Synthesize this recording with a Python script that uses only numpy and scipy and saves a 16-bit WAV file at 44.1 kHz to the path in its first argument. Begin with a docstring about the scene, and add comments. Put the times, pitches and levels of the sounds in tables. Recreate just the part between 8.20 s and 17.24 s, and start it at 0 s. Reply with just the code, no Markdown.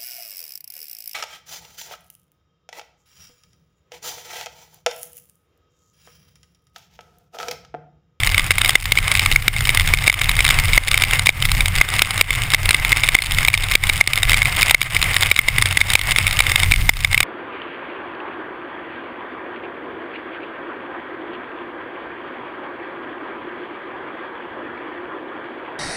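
"""Raindrops tock and splash on a closed plastic camera case, carried by a motorcycle on a wet highway.
Heavy drops make the case ring with a hollow note; light ones mostly splash. Behind them, fine spray
hisses and ticks on the case, wind buffets it and the engine's exhaust drones. The hardest drops
overload the recorder, whose limiter then turns everything down for a moment."""
import sys
import numpy as np
from scipy import signal
from scipy.fft import rfft, irfft
from scipy.io import wavfile

SR = 44100
rng = np.random.default_rng(int(sys.argv[2]) if len(sys.argv) > 2 else 0)


def persist_wave(psi):
    """Save psi, clipped to +-1, as 16-bit WAV."""
    counts = np.round(np.clip(psi, -1, 1) * 32767).astype(np.int16)
    wavfile.write(sys.argv[1], SR, np.atleast_2d(counts).T)


N = 398656


def raindrops(case, light_per_s=11, light_splash_db=15):
    """Heavy drops strike the case, with a random shower of light, splashy ones between them."""
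    # Each row: start in seconds, strength in dB, ring pitch in Hz, splash level over the ring in dB.
    heavy_drops = [(0.0335, -7.0, 2130, 7), (0.0723, -7.0, 2310, 8), (0.1446, -6.0, 2250, 1),
                   (0.1791, -3.0, 2120, 0), (0.1944, -5.0, 2180, 2), (0.3067, -0.5, 2140, -2),
                   (0.3149, -5.0, 2300, 0), (0.3817, -6.5, 2190, 12), (0.4153, -5.0, 2170, 3),
                   (0.4466, -6.0, 2240, -1), (0.4925, -1.0, 2020, 11), (0.5542, 7.0, 2100, -3),
                   (0.7202, -0.5, 2190, 0), (0.7734, -2.0, 2210, -4), (0.7858, -5.0, 2290, 0),
                   (0.8787, -8.5, 2170, 12), (0.9151, -4.5, 2240, 4), (0.9515, -6.0, 2210, 0),
                   (0.9937, -3.5, 2300, 12), (1.06, -4.5, 2020, 12), (1.1143, -7.5, 2110, 12),
                   (1.1598, 3.5, 2180, -7), (1.28, 2.5, 2270, 1), (1.3633, -9.0, 2170, 0),
                   (1.4918, -1.0, 2230, 5), (1.5727, -4.0, 2140, 2), (1.5967, -5.5, 2130, 3),
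                   (1.737, 1.0, 2270, -2), (1.8775, 3.5, 2270, 2), (1.8979, 5.5, 2160, -3),
                   (1.9406, -5.0, 2220, 6), (2.0142, -4.5, 2260, 2), (2.0924, -4.5, 2290, 5),
                   (2.1906, -5.0, 2140, -2), (2.2051, -4.0, 2330, 0), (2.2493, -5.0, 2280, 3),
                   (2.2644, -7.0, 2320, 9), (2.2892, -6.5, 2240, 12), (2.3061, -2.5, 2130, -1),
                   (2.3873, -5.5, 2190, 1), (2.5323, -5.0, 2240, 2), (2.5769, 8.0, 2110, -5),
                   (2.6814, -3.0, 2190, 6), (2.7139, -4.0, 2170, 12), (2.7422, -1.5, 2260, 0),
                   (2.7758, -5.0, 2240, 6), (2.8202, -5.0, 2300, 7), (2.8365, -4.5, 2300, -2),
                   (2.9335, -5.5, 2210, 6), (2.9931, -6.5, 2410, 12), (3.0682, -1.5, 2300, 0),
                   (3.0907, 5.0, 2280, 2), (3.2235, -6.0, 2190, 10), (3.2522, -6.5, 2090, 0),
                   (3.3159, -7.5, 2380, 12), (3.4061, -4.5, 2300, -1), (3.6126, 7.5, 2110, -4),
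                   (3.792, -4.5, 2470, 12), (3.8195, 3.5, 2280, 3), (4.0111, 6.5, 2260, 5),
                   (4.1056, -1.5, 2130, -3), (4.3357, -4.0, 2320, 12), (4.3456, 3.0, 2110, 0),
                   (4.4902, -4.0, 2480, 12), (4.5073, -1.5, 2350, 4), (4.5447, 0.0, 2120, -3),
                   (4.6483, -5.5, 2140, -1), (4.719, -4.0, 2060, 10), (4.7271, 0.5, 2160, -5),
                   (4.7693, -7.5, 2240, 4), (4.835, -4.0, 2340, 2), (4.8877, -3.5, 2260, 4),
                   (4.95, 8.0, 2150, -3), (4.9871, 1.5, 2150, -4), (5.0204, -4.0, 2550, 10),
                   (5.1844, -5.0, 2140, 2), (5.2485, -4.5, 2120, 4), (5.2827, 1.5, 2310, 0),
                   (5.3392, 0.0, 2300, -2), (5.5524, 6.0, 2280, 3), (5.6367, -3.0, 2140, -1),
                   (5.6961, -3.0, 2300, 0), (5.8103, 8.5, 2140, -4), (5.874, 2.0, 2150, 9),
                   (5.9329, -2.5, 2300, 1), (5.975, -7.0, 2140, -2), (6.0306, -3.5, 2250, 12),
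                   (6.0947, -5.0, 2300, 9), (6.1173, -5.5, 2110, 11), (6.1315, -5.5, 2260, 3),
                   (6.1422, -4.0, 2310, 3), (6.218, -3.0, 2140, -4), (6.2553, -6.5, 2280, 7),
                   (6.4192, -6.0, 2100, 9), (6.4288, 0.0, 2320, 1), (6.4956, -6.0, 2170, 8),
                   (6.5092, -0.5, 2120, 4), (6.5455, 9.0, 2150, -7), (6.6146, 2.5, 2290, -1),
                   (6.7651, -4.0, 2230, 0), (6.8263, -5.5, 2480, 10), (6.9649, -2.5, 2290, 7),
                   (7.0243, -6.0, 2240, 12), (7.0317, -5.0, 2110, 12), (7.1141, 5.0, 2300, 0),
                   (7.1626, -2.0, 2340, 9), (7.19, 4.0, 2160, -7), (7.2839, -0.5, 2120, -3),
                   (7.3825, -5.5, 2110, 0), (7.4222, -2.5, 2120, 11), (7.4567, -7.0, 2180, 12),
                   (7.5716, -1.0, 2050, 6), (7.6131, 0.0, 2170, -3), (7.7011, -7.5, 2240, 9),
                   (7.7343, -6.0, 2340, 12), (7.7531, 5.5, 2290, 3), (7.7921, -4.5, 2140, 3),
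                   (7.8127, -5.5, 2100, 10), (7.9086, -7.5, 2080, 7), (7.9607, -5.5, 2110, 12),
                   (7.9846, -4.0, 2250, 9), (8.0669, -7.0, 2310, 8), (8.19, -4.0, 2270, 3),
                   (8.2038, 0.5, 2280, 2), (8.2661, -7.0, 2120, 2), (8.3171, -6.5, 2150, -1),
                   (8.3578, -1.0, 2140, 3), (8.4322, -5.0, 2200, -1), (8.5193, 0.5, 2310, -1),
                   (8.5378, -1.0, 2180, -6), (8.6925, 8.5, 2120, -4), (8.8468, 1.0, 2160, -4),
                   (8.9446, -3.0, 2110, 2), (8.9768, -4.0, 2300, -2), (9.0038, -2.5, 2290, 3)]
    rain = np.zeros(N)
    for start, db, hz, splash_db in heavy_drops:
        add(rain, start, drop(case, db, hz, splash_db))
    for when, weight, water in rng.random((round(light_per_s * N / SR), 3)):
        db = -15 + 7 * weight
        hz = 2200 + 110 * (2 * water - 1)  # water on the case shifts its pitch
        add(rain, when * N / SR, drop(case, db, hz, light_splash_db))
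    return rain


def drop(case, db, hz, splash_db, crackle_db=5, knock_hz=1070, knock_width_hz=2100, size=600):
    """One drop rings the case's main note, and its splash knocks the wall and stirs the other notes."""
    t = np.arange(size) / SR
    contact_s = 0.0034 * amp(db) ** 0.068  # big drops push for longer
    push = water_force(t, contact_s)
    burst = water_force(t, 0.77 * contact_s)  # the splash is over sooner
    ring = evened(push * np.sin(2 * np.pi * hz * t))
    ping = evened(push * np.sin(2 * np.pi * 1.66 * hz * t))  # a higher note of the case
    fragments = burst * rng.standard_normal(size) * amp(crackle_db * rng.standard_normal(size))
    wall = np.exp(-np.pi * knock_width_hz * t) * np.sin(2 * np.pi * knock_hz * t)
    crack = evened(signal.fftconvolve(fragments, case)[:size])
    knock = evened(signal.fftconvolve(fragments, wall)[:size])
    knock_db = -17 + 0.96 * db  # heavy drops knock harder
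    splash = evened(crack + amp(-10) * ping + amp(knock_db) * knock)
    return amp(db) * evened(ring + amp(splash_db) * splash) / evened(push).max()


def water_force(t, seconds):
    """Landing water pushes with a quick rise and a rounded end."""
    return np.sqrt(t / seconds) * np.exp(-(t / seconds) ** 2)


def case_response(size=2048):
    """How the plastic case rings after one tiny tap."""
    # What the walls let through. Each row: frequency in Hz, level in dB.
    wall_colour = [(400, -17), (750, -8.5), (1500, -2), (2600, 3), (3500, -1), (4200, -6), (5200, -3),
                   (6000, -16), (6800, -1.5), (9500, -11), (11600, -27), (12700, -45), (14600, -20),
                   (16000, -7.5)]
    # The notes the case rings at. Each row: pitch in Hz, width in Hz, boost in dB.
    resonances = [(760, 140, 2.5), (1170, 200, 4.5), (2130, 320, 9.5), (2950, 300, 2), (3690, 280, 6),
                  (8350, 300, 9), (9870, 380, 12), (14140, 420, 15), (14930, 350, 6)]
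    hz = abs(np.fft.fftfreq(size, 1 / SR))
    peaks_db = sum(boost / (1 + (2 * (hz - pitch) / width) ** 2) for pitch, width, boost in resonances)
    gain = amp(level_at(wall_colour, hz) + peaks_db)
    spectrum = np.exp(signal.hilbert(np.log(gain)).conj())  # puts the ringing after the tap
    return np.fft.ifft(spectrum).real[:size // 2]


def spray(case, level_db, per_s=130, spread_db=5, flutter_db=3.36):
    """Fine droplets patter faintly on the case, over the hiss of mist and wet tyres."""
    # The tone of the hiss. Each row: frequency in Hz, level in dB.
    hiss_colour = [(300, 16.5), (1200, 7.5), (2100, 6.5), (4000, -1.5), (14000, 1)]
    sizes = droplet_hits(per_s, spread_db, cap=3)
    bursts = np.sqrt(np.convolve(sizes ** 2, np.hanning(70), "same"))
    patter = evened(bursts * rng.standard_normal(N))
    flutter = amp(flutter_db * drift(37))
    hiss = evened(coloured(flutter * rng.standard_normal(N), hiss_colour))
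    wash = amp(-4) * patter + amp(-1) * hiss
    return amp(level_db) * signal.oaconvolve(wash, case / np.linalg.norm(case))[:N]


def ticks(case, per_s=20, spread_db=3.5, tick_s=0.001, low_cut_hz=3000):
    """Small fast droplets snap on the case, too briefly to stir its low notes."""
    sizes = droplet_hits(per_s, spread_db, cap=2)
    snaps = np.sqrt(lag(sizes ** 2, tick_s / 2)) * rng.standard_normal(N)
    bright = snaps - lag(snaps, 1 / (2 * np.pi * low_cut_hz))
    return evened(signal.oaconvolve(bright, case)[:N])


def droplet_hits(per_s, spread_db, cap):
    """Droplets land at random, one spike each: most are small, a few are bigger."""
    sizes = amp(spread_db * np.minimum(rng.exponential(1, N), cap))
    return sizes * (rng.random(N) < per_s / SR)


def wind(level_db, lumps_db=2.5):
    """Swirls of air buffet the case with a low, lumpy rumble."""
    # The tone of the rumble. 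Each row: frequency in Hz, level in dB.
    rumble_colour = [(8, -6), (19, 2.5), (38, 7), (52, -3.5), (76, -6), (91, 3), (106, -8.5), (135, -7),
                     (200, -25), (500, -38.5)]
    rumble = coloured(rng.standard_normal(N), rumble_colour)
    lumps = amp(lumps_db * drift(4.2))
    return amp(level_db) * evened(rumble * lumps)


def engine(wind_db, level_db=-28, waver_db=3.5, gust_share=0.41):
    """Uneven firing makes tones at multiples of the cycle rate; they waver and swell with the wind."""
    # Engine speed, easing near the end. Each row: time in seconds, four-stroke cycles per second.
    speed = [(0, 18.05), (1.2, 18.17), (2.4, 18.41), (4.2, 18.6), (7.5, 18.56), (8, 17.85), (9, 17.76)]
    # The exhaust's tones. Each row: multiple of the cycle rate, relative level in dB.
    exhaust_tones = [(1, -15), (2, -9.5), (4, -47), (5, -3), (6, -7), (7, -6.5), (9, -15.5), (11, -25)]
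    cycles = np.cumsum(over_time(speed)) / SR
    drone = np.zeros(N)
    for multiple, db in exhaust_tones:
        strength = amp(db + waver_db * drift(8))
        drone += strength * np.cos(2 * np.pi * (round(multiple) * cycles + rng.random()))
    swell_db = gust_share * (wind_db - wind_db.mean())
    return amp(level_db + swell_db) * evened(drone)


def limiter(x, threshold_db=-6, sense_s=0.0015, attack_s=0.0025, recovery_db_per_s=74):
    """Turns loud sound down, too late for a drop's first instant, then slowly back up."""
    level_db = 10 * np.log10(lag(x ** 2, sense_s) + 1e-12)
    over_db = np.maximum(level_db - threshold_db, 0)
    recovery_db = np.arange(N) / SR * recovery_db_per_s
    cut_db = np.maximum.accumulate(over_db + recovery_db) - recovery_db
    return x / amp(lag(cut_db, attack_s))


def amp(db):
    """Turns decibels into a number to multiply by."""
    return 10 ** (np.asarray(db) / 20)


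def evened(x):
    """Scales x to an average (rms) level of 1."""
    return x / np.sqrt(np.mean(x ** 2) + 1e-20)


def level_at(colour, hz):
    """Looks up the level at hz in rows of frequency and dB."""
    frequencies, db = np.transpose(colour)
    return np.interp(np.log(hz + 1), np.log(frequencies + 1), db)


def coloured(x, colour):
    """Boosts or cuts each frequency of x by the table's dB."""
    return irfft(rfft(x) * amp(level_at(colour, np.fft.rfftfreq(N, 1 / SR))), N)


def over_time(rows):
    """Joins rows of time and value with straight lines."""
    seconds, values = np.transpose(rows)
    return np.interp(np.arange(N) / SR, seconds, values)


def add(mix, start_s, sound):
    """Mixes a sound in at its start time."""
    part = mix[max(round(start_s * SR), 0):][:len(sound)]
    part += sound[:len(part)]


def drift(hz):
    """A random wobble, no faster than about hz."""
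    damping = (1 + (np.fft.rfftfreq(N, 1 / SR) / hz) ** 2) ** 2
    return evened(irfft(rfft(rng.standard_normal(N)) / damping, N))


def lag(x, seconds):
    """Smooths x by following it sluggishly."""
    keep = np.exp(-1 / (seconds * SR))
    return signal.lfilter([1 - keep], [1, -keep], x)


def scene():
    """Rain on the case, wind and engine, all at one microphone."""
    # Gusts of wind. Each row: time in seconds, level in dB.
    gusts = [(0.0, -15.5), (0.28, -24.5), (0.42, -20.5), (0.84, -22.5), (1.12, -18.5), (1.4, -23.0),
             (1.54, -18.0), (1.96, -23.5), (2.38, -18.0), (2.8, -24.0), (3.36, -15.5), (3.5, -20.0),
             (4.34, -21.0), (5.04, -24.0), (5.18, -16.5), (5.32, -22.0), (6.44, -20.5), (6.72, -26.0),
             (6.86, -17.5), (7.28, -24.5), (8.4, -18.0), (9.04, -24.5)]
    # Fine spray reaching the case. Each row: time in seconds, level in dB.
    mist = [(0.0, -24.5), (1.4, -27), (1.54, -25.5), (1.96, -24), (2.66, -23), (3.5, -25.5), (3.64, -18.5),
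            (3.78, -23.5), (5.18, -24.0), (6.02, -26.5), (6.44, -19.5), (6.58, -26.5), (7.0, -21.5),
            (7.28, -28), (8.4, -21), (8.54, -32.5), (8.82, -25.5), (9.04, -36)]
    case = case_response()
    wind_db, spray_db = over_time(gusts), over_time(mist)
    rain = raindrops(case) + spray(case, spray_db) + amp(spray_db - 6) * ticks(case)
    return (rain + wind(wind_db - 1) + engine(wind_db))[None]


def record(dry):
    """The recorder limits the sound, clips its peaks, colours the treble and cuts the very top."""
    # The recorder's uneven treble. Each row: frequency in Hz, boost or cut in dB.
    treble = [(5200, -0.5), (6200, -3), (7200, -6.5), (10000, 3.5), (11700, -12), (12600, -11),
              (14200, 9.5), (16000, -13.5)]
    clipped = np.clip(limiter(dry[0]), -1, 1)
    top_cut = signal.firwin(255, cutoff=16000, window=("kaiser", 8), fs=SR)
    return signal.oaconvolve(coloured(clipped, treble), top_cut, "same")[None]


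dry = scene()
out = record(dry)
persist_wave(out)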